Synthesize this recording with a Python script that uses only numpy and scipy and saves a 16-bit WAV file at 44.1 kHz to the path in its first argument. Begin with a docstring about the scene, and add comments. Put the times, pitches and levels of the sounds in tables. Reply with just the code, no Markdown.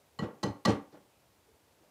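"""A soft hiss in a quiet kitchen, then a palm taps the rim of a wire mesh sieve over a bowl:
three times, harder each time, then once barely. Each tap is an impulsive force that excites the
modes of the steel rim, slaps the wire with filtered noise, shakes the mesh into a short dry rattle
of random grains and sets the frame shuddering. Damped sines give dull thuds of hand and frame and,
near 1.8 s, a faint low swell of the background noise; a faint scrape follows the taps as the sieve
is lifted away, and a decaying noise tail rings as the room."""
import sys
import numpy as np
from scipy import signal
from scipy.fft import rfft, irfft
from scipy.io import wavfile

SR = 44100
rng = np.random.default_rng(int(sys.argv[2]) if len(sys.argv) > 2 else 0)


def master_out(mix):
    """Clip the mix to full scale and print it as 16-bit PCM to the path in sys.argv[1]."""
    frames = np.transpose(np.atleast_2d(mix))
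    ceiling = np.clip(frames, -1, 1)
    pcm = np.round(ceiling * 32767).astype(np.int16)
    wavfile.write(sys.argv[1], SR, pcm)


N = 83790

# The taps as forces on the rim. Each row: start in seconds, rim level in dB, contact length in seconds,
# rim tuning as a frequency ratio, crack level in dB, mesh rattle level in dB, rattle hold in seconds,
# frame shudder level in dB, shudder t60 in seconds, share of free ring time left by the grip,
# after-touches in dB relative to the contact, top of crack and rattle in Hz, share of force at first touch.
TAPS = [(.1886, -35.5, 0.0055, 0.99, -51, -43.5, 0.055, -35.5, 0.34, 0.59, -6, 5200, 1),
        (0.4296, -30.5, 0.0078, .997, -33.5, -42, 0.036, -30.5, 0.22, 0.67, -5.5, 11000, 0.42),
        (0.6507, -23.5, 0.0071, .995, -24.5, -30, 0.054, -24, 0.26, 0.4, -11.5, 13000, 0.24),
        (0.9233, -74, 0.019, .995, -65.5, -57, 0.039, -52.5, 0.28, 0.9, -6, 5000, 0.97)]


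def amp(db):
    """Level law: an amplitude factor is 10 to the power of dB / 20."""
    return 10 ** (np.asarray(db) / 20)


def unit(x):
    """Power normalisation: scales a signal to an rms of 1."""
    return x / np.sqrt(np.mean(x ** 2) + 1e-20)


def at_hz(points, hz):
    """Interpolation along log frequency, where equal ratios are equal steps."""
    points = np.array(points)
    return np.interp(np.log(hz), np.log(points[:, 0]), points[:, 1])


def colour(x, spectrum):
    """Minimum-phase filtering: a folded cepstrum turns a magnitude spectrum into a causal response."""
    bins_hz = np.maximum(np.fft.rfftfreq(2048, 1 / SR), 1)
    log_gain = at_hz(spectrum, bins_hz) * np.log(10) / 20
    cepstrum = irfft(log_gain)
    cepstrum[1:1024] *= 2
    cepstrum[1025:] = 0
    response = irfft(np.exp(rfft(cepstrum)))
    response = response / np.sqrt(np.sum(response ** 2))
    return signal.fftconvolve(x, response)[:len(x)]


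def grains(per_s, spread_db):
    """Random impulse process: independent clicks of uneven size and sign, scaled to rms 1."""
    sizes = amp(spread_db * np.minimum(rng.exponential(1, N), 4))
    signed = sizes * rng.choice([-1, 1], N)
    return unit(signed * (rng.random(N) < per_s / SR))


def swell(start, rise, t60, hold=0):
    """Exponential build-up and decay: rises from start; after the hold falls by 60 dB in t60."""
    t = np.maximum(np.arange(N) / SR - start, 0)
    decay = amp(-60 * np.maximum(t - hold, 0) / t60)
    return (1 - np.exp(-t / max(rise, 1e-4))) * decay


def contact(start, length, first):
    """Contact force: jumps to a first share, grows linearly, then falls 25 dB per contact length."""
    t = (np.arange(N) / SR - start) / length
    growth = first + (1 - first) * t
    release = amp(-25 * np.clip(t - 1, 0, 9))
    return np.where(t < 0, 0, np.where(t < 1, growth, release))


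def rim():
    """Modal excitation: tiny touches, then looser ones, drive damped modes; the spot sets their shares."""
    # Modes of the steel rim. Each row: frequency in Hz before tuning, free t60 in seconds before the
    # grip shortens it, and level in dB relative to the tap when struck at spot 0, 1 and 2.
    rim_modes = [(847, 0.045, -15, -2.5, -11), (1170, 0.078, 2.5, -3, 2), (1948, 0.18, -3.5, -8, -4.5),
                 (2970, 0.087, -7.5, -15, -24), (3046, 0.081, -15, -11.5, -16),
                 (3750, 0.035, -25, -35, -39), (4220, 0.07, -6, -11, -5.5), (4237, 0.13, -21, -19, -22),
                 (4990, .05, -36, -20, -27), (4940, .05, -32, -21, -22), (6250, .07, -28.5, -13.5, -20),
                 (7040, 0.08, -20.5, -26, -27), (7380, .07, -28, -22, -32), (9360, 0.06, -55, -33, -38),
                 (11040, 0.034, -43, -25.5, -28)]
    # Where on the rim each tap lands, one entry per tap: index of the spot.
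    strike_spots = [0, 1, 2, 2]
    after_touch_t60_s = 0.15
    touches = grains(1500, spread_db=3.0)  # touches per second
    out = 0
    for (start, db, length, tuning, *_, grip, after_db, _, first), spot in zip(TAPS, strike_spots):
        after_touches = amp(after_db) * swell(start, length, after_touch_t60_s)
        # The tiny offset keeps the resonator state off subnormal numbers
        drive = touches * (contact(start, length, first) + after_touches) + 1e-18
        for hz, t60, *share_db in rim_modes:
            radius = amp(-60 / (t60 * grip * SR))
            angle = 2 * np.pi * hz * tuning / SR
            poles = [1, -2 * radius * np.cos(angle), radius * radius]
            rung = signal.lfilter([0, np.sin(angle)], poles, drive)
            out = out + amp(db + share_db[spot]) * rung / np.abs(rung).max()
    return out


def crack():
    """Broadband impact noise: the slap of palm on wire follows the contact; softer taps are duller."""
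    # Spectrum of the slap. Each row: frequency in Hz, relative density in dB per Hz.
    crack_spectrum = [(300, -35), (700, 2), (1500, -8), (2500, -18.5), (4500, -5.5), (7500, -17),
                      (11000, -31), (16000, -44)]
    noise = rng.standard_normal(N)
    slaps = 0
    for start, _, length, _, db, *_, top_hz, first in TAPS:
        b, a = signal.butter(2, top_hz, fs=SR)
        slaps = slaps + signal.lfilter(b, a, amp(db) * contact(start, length, first) * noise)
    return colour(slaps, crack_spectrum)


def mesh():
    """Stochastic rattle: dense grains in bands swell, hold and decay, the treble mostly soonest."""
    # Bands of the mesh. Each row: centre in Hz, relative level in dB, t60 after the hold in seconds.
    rattle_bands = [(570, -15, 0.74), (1130, 4.5, 0.22), (1850, -1, 0.27), (2780, -0.5, 0.164),
                    (4820, -5, 0.12), (6040, -9, 0.087), (8400, -23.5, 0.28), (13100, -30, 0.14),
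                    (15500, -40, .1)]
    rise_s, grains_per_s = 0.032, 3300
    shakes = [grains(grains_per_s, spread_db=3.0) for _ in range(2)]
    out = 0
    for k, (hz, band_db, t60) in enumerate(rattle_bands):
        sos = signal.butter(2, [hz / 1.25, hz * 1.25], "band", fs=SR, output="sos")
        gate = 0
        for start, _, _, _, _, db, hold, *_, top_hz, _ in TAPS:
            treble_loss = 1 + (hz / top_hz) ** 2
            gate = gate + amp(db) * swell(start, rise_s, t60, hold) / treble_loss
        out = out + amp(band_db) * signal.sosfilt(sos, gate * shakes[k % 2])
    return out


def frame():
    """Forced resonance: loose contacts keep the frame and handle shuddering at their low modes."""
    # Frame and handle resonances. Each row: frequency in Hz, bandwidth in Hz, relative level in dB.
    resonances = [(128, 80, -3), (180.6, 69, 6.5), (303, 29, 4), (344.8, 24, -2), (397, 27, -0.5),
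                  (466.4, 45.6, 3), (573, 62, 2.5), (712.4, 31, -7), (791, 46, -3.5), (893, 35, -3.5),
                  (1089, 80, -5.5), (1374, 85, -7.5), (1650, 240, -9.5)]
    rise_s, contacts_per_s = 0.013, 800
    shudder = sum(amp(db) * swell(start, rise_s, t60) for start, *_, db, t60, _, _, _, _ in TAPS)
    drive = shudder * grains(contacts_per_s, spread_db=2.5) + 1e-18
    out = 0
    for k, (hz, width_hz, db) in enumerate(resonances):
        radius = np.exp(-np.pi * width_hz / SR)
        # The square root makes up for the power a narrow resonance passes
        zeros = np.array([1, 0, -1]) * (1 - radius * radius) / 2 * np.sqrt(SR / width_hz / 10)
        poles = [1, -2 * radius * np.cos(2 * np.pi * hz / SR), radius * radius]
        sign = (-1) ** k  # neighbouring modes in opposite phase
        out = out + sign * amp(db) * signal.lfilter(zeros, poles, drive)
    return out


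def thuds():
    """Damped oscillation: short sines for soft blows of hand and frame, and a faint swell near 1.8 s."""
    # Soft blows of hand and frame, and near 1.8 s a faint low swell of the background noise.
    # Each row: start in seconds, level in dB before the envelope, pitch in Hz,
    # t60 after the hold in seconds.
    damped_sines = [(0.194, -29, 169, 0.036), (0.195, -38.5, 420, 0.047), (.222, -23.5, 195.5, 0.028),
                    (.223, -39, 860, .03), (.228, -38, 1310, 0.021), (0.231, -33, 104, 0.065),
                    (0.257, -43, 90, 0.033), (.247, -32.5, 490, 0.032), (.431, -32, 329, 0.07),
                    (.432, -32, 590, 0.044), (0.439, -24, 187.7, 0.09), (0.434, -34.5, 118, .08),
                    (0.47, -33, 113, 0.083), (0.495, -35, 99.3, 0.087), (0.471, -26.5, 276, 0.029),
                    (0.659, -21, 213, 0.039), (.656, -36, 542, 0.072), (.666, -36, 265, 0.015),
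                    (.681, -18, 202.5, 0.077), (0.685, -23, 105, 0.092), (0.69, -18, 323, 0.034),
                    (.696, -29, 785, 0.049), (.704, -21.5, 448, 0.05), (.716, -38, 278, 0.075),
                    (.722, -28.5, 106, 0.038), (0.738, -44, 83, 0.071), (.77, -36.5, 280.5, 0.13),
                    (.927, -49.5, 440, 0.034), (0.939, -49, 324, 0.063), (.943, -51, 636, 0.052),
                    (1.485, -61, 441, 0.14), (1.516, -62, 390, .06), (1.525, -66, 76.5, 0.098),
                    (1.808, -62.5, 323, 0.058), (1.83, -60, 490, 0.054), (1.845, -62.5, 590, 0.062)]
    rise_cycles, hold_cycles = 0.52, 1.06
    t = np.arange(N) / SR
    out = 0
    for start, db, hz, t60 in damped_sines:
        envelope = swell(start, rise_cycles / hz, t60, hold_cycles / hz)
        out = out + amp(db) * envelope * np.sin(2 * np.pi * hz * (t - start))
    return out


def scrape():
    """Friction noise: a faint thin band of rubbing as the sieve is lifted away."""
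    centre_hz, width_hz, level_db = 2530, 290, -82
    edges_hz = [centre_hz - width_hz / 2, centre_hz + width_hz / 2]
    sos = signal.butter(2, edges_hz, "band", fs=SR, output="sos")
    rubbing = unit(signal.sosfilt(sos, rng.standard_normal(N)))
    return amp(level_db) * swell(1.075, rise=0.03, t60=0.41, hold=0.1) * rubbing


def kitchen(x):
    """Diffuse reverberation: convolution with octave bands of noise, each dying at its own rate."""
    # Reverberation time of the room. Each row: frequency in Hz, t60 in seconds.
    room_t60 = [(60, 0.05), (125, 0.27), (250, 0.28), (1000, 0.34), (4000, 0.22), (10000, 0.23)]
    level_db, onset_s = -6, 0.018
    t = np.arange(SR // 2 + SR // 4) / SR
    tail = 0
    for hz in 62.5 * 2 ** np.arange(8):
        sos = signal.butter(2, [hz / np.sqrt(2), hz * np.sqrt(2)], "band", fs=SR, output="sos")
        band = signal.sosfilt(sos, rng.standard_normal(len(t)))
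        tail = tail + band * amp(-60 * t / at_hz(room_t60, hz))
    tail = tail * (1 - np.exp(-t / onset_s)) / np.sqrt(SR / 40)
    return amp(level_db) * signal.fftconvolve(x, tail)[:N]


def floor():
    """Stationary coloured noise: hiss of room and microphone; its low part swells and sinks a little."""
    # Spectrum of the hiss. Each row: frequency in Hz, relative density in dB per Hz.
    hiss_spectrum = [(12, -27), (20, -31), (63, -1.5), (255, -8), (446, -7), (574, -7), (849, -10),
                     (1150, -14.5), (1440, -16.5), (16000, -26)]
    # Movement of the low part. Each row: time in seconds, gain in dB.
    rumble_gain = [(0, -0.5), (.1, -1), (.18, -1), (1.1, 0.4), (1.45, -0.5), (1.55, 0.5), (1.75, -.5),
                   (1.83, 2), (1.9, 2)]
    level_db, rumble_top_hz = -67, 1200  # level: rms before the low part moves
    hz = np.maximum(np.fft.rfftfreq(N, 1 / SR), 1)
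    hiss = rfft(rng.standard_normal(N)) * amp(at_hz(hiss_spectrum, hz))
    low_share = 1 / (1 + (hz / rumble_top_hz) ** 4)
    scale = amp(level_db) / np.std(irfft(hiss, N))
    times, gains_db = np.transpose(rumble_gain)
    movement = amp(np.interp(np.arange(N) / SR, times, gains_db))
    steady = irfft(hiss * (1 - low_share), N)
    return scale * (steady + movement * irfft(hiss * low_share, N))


def scene():
    """Superposition: the direct sounds, their reverberation without deep bass, and the noise floor."""
    direct = rim() + crack() + mesh() + frame() + thuds() + scrape()
    bass_cut = signal.butter(2, 165, "high", fs=SR, output="sos")  # Hz
    sent = signal.sosfilt(bass_cut, direct)
    return (direct + kitchen(sent) + floor())[None]


def record(dry):
    """Band limiting: the microphone loses the deepest bass and the top is cut steeply."""
    bass_cut_hz, cutoff_hz = 57, 16100
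    dry = signal.sosfilt(signal.butter(2, bass_cut_hz, "high", fs=SR, output="sos"), dry)
    return signal.sosfilt(signal.cheby2(16, 60, cutoff_hz, fs=SR, output="sos"), dry)


dry = scene()
out = record(dry)
master_out(out)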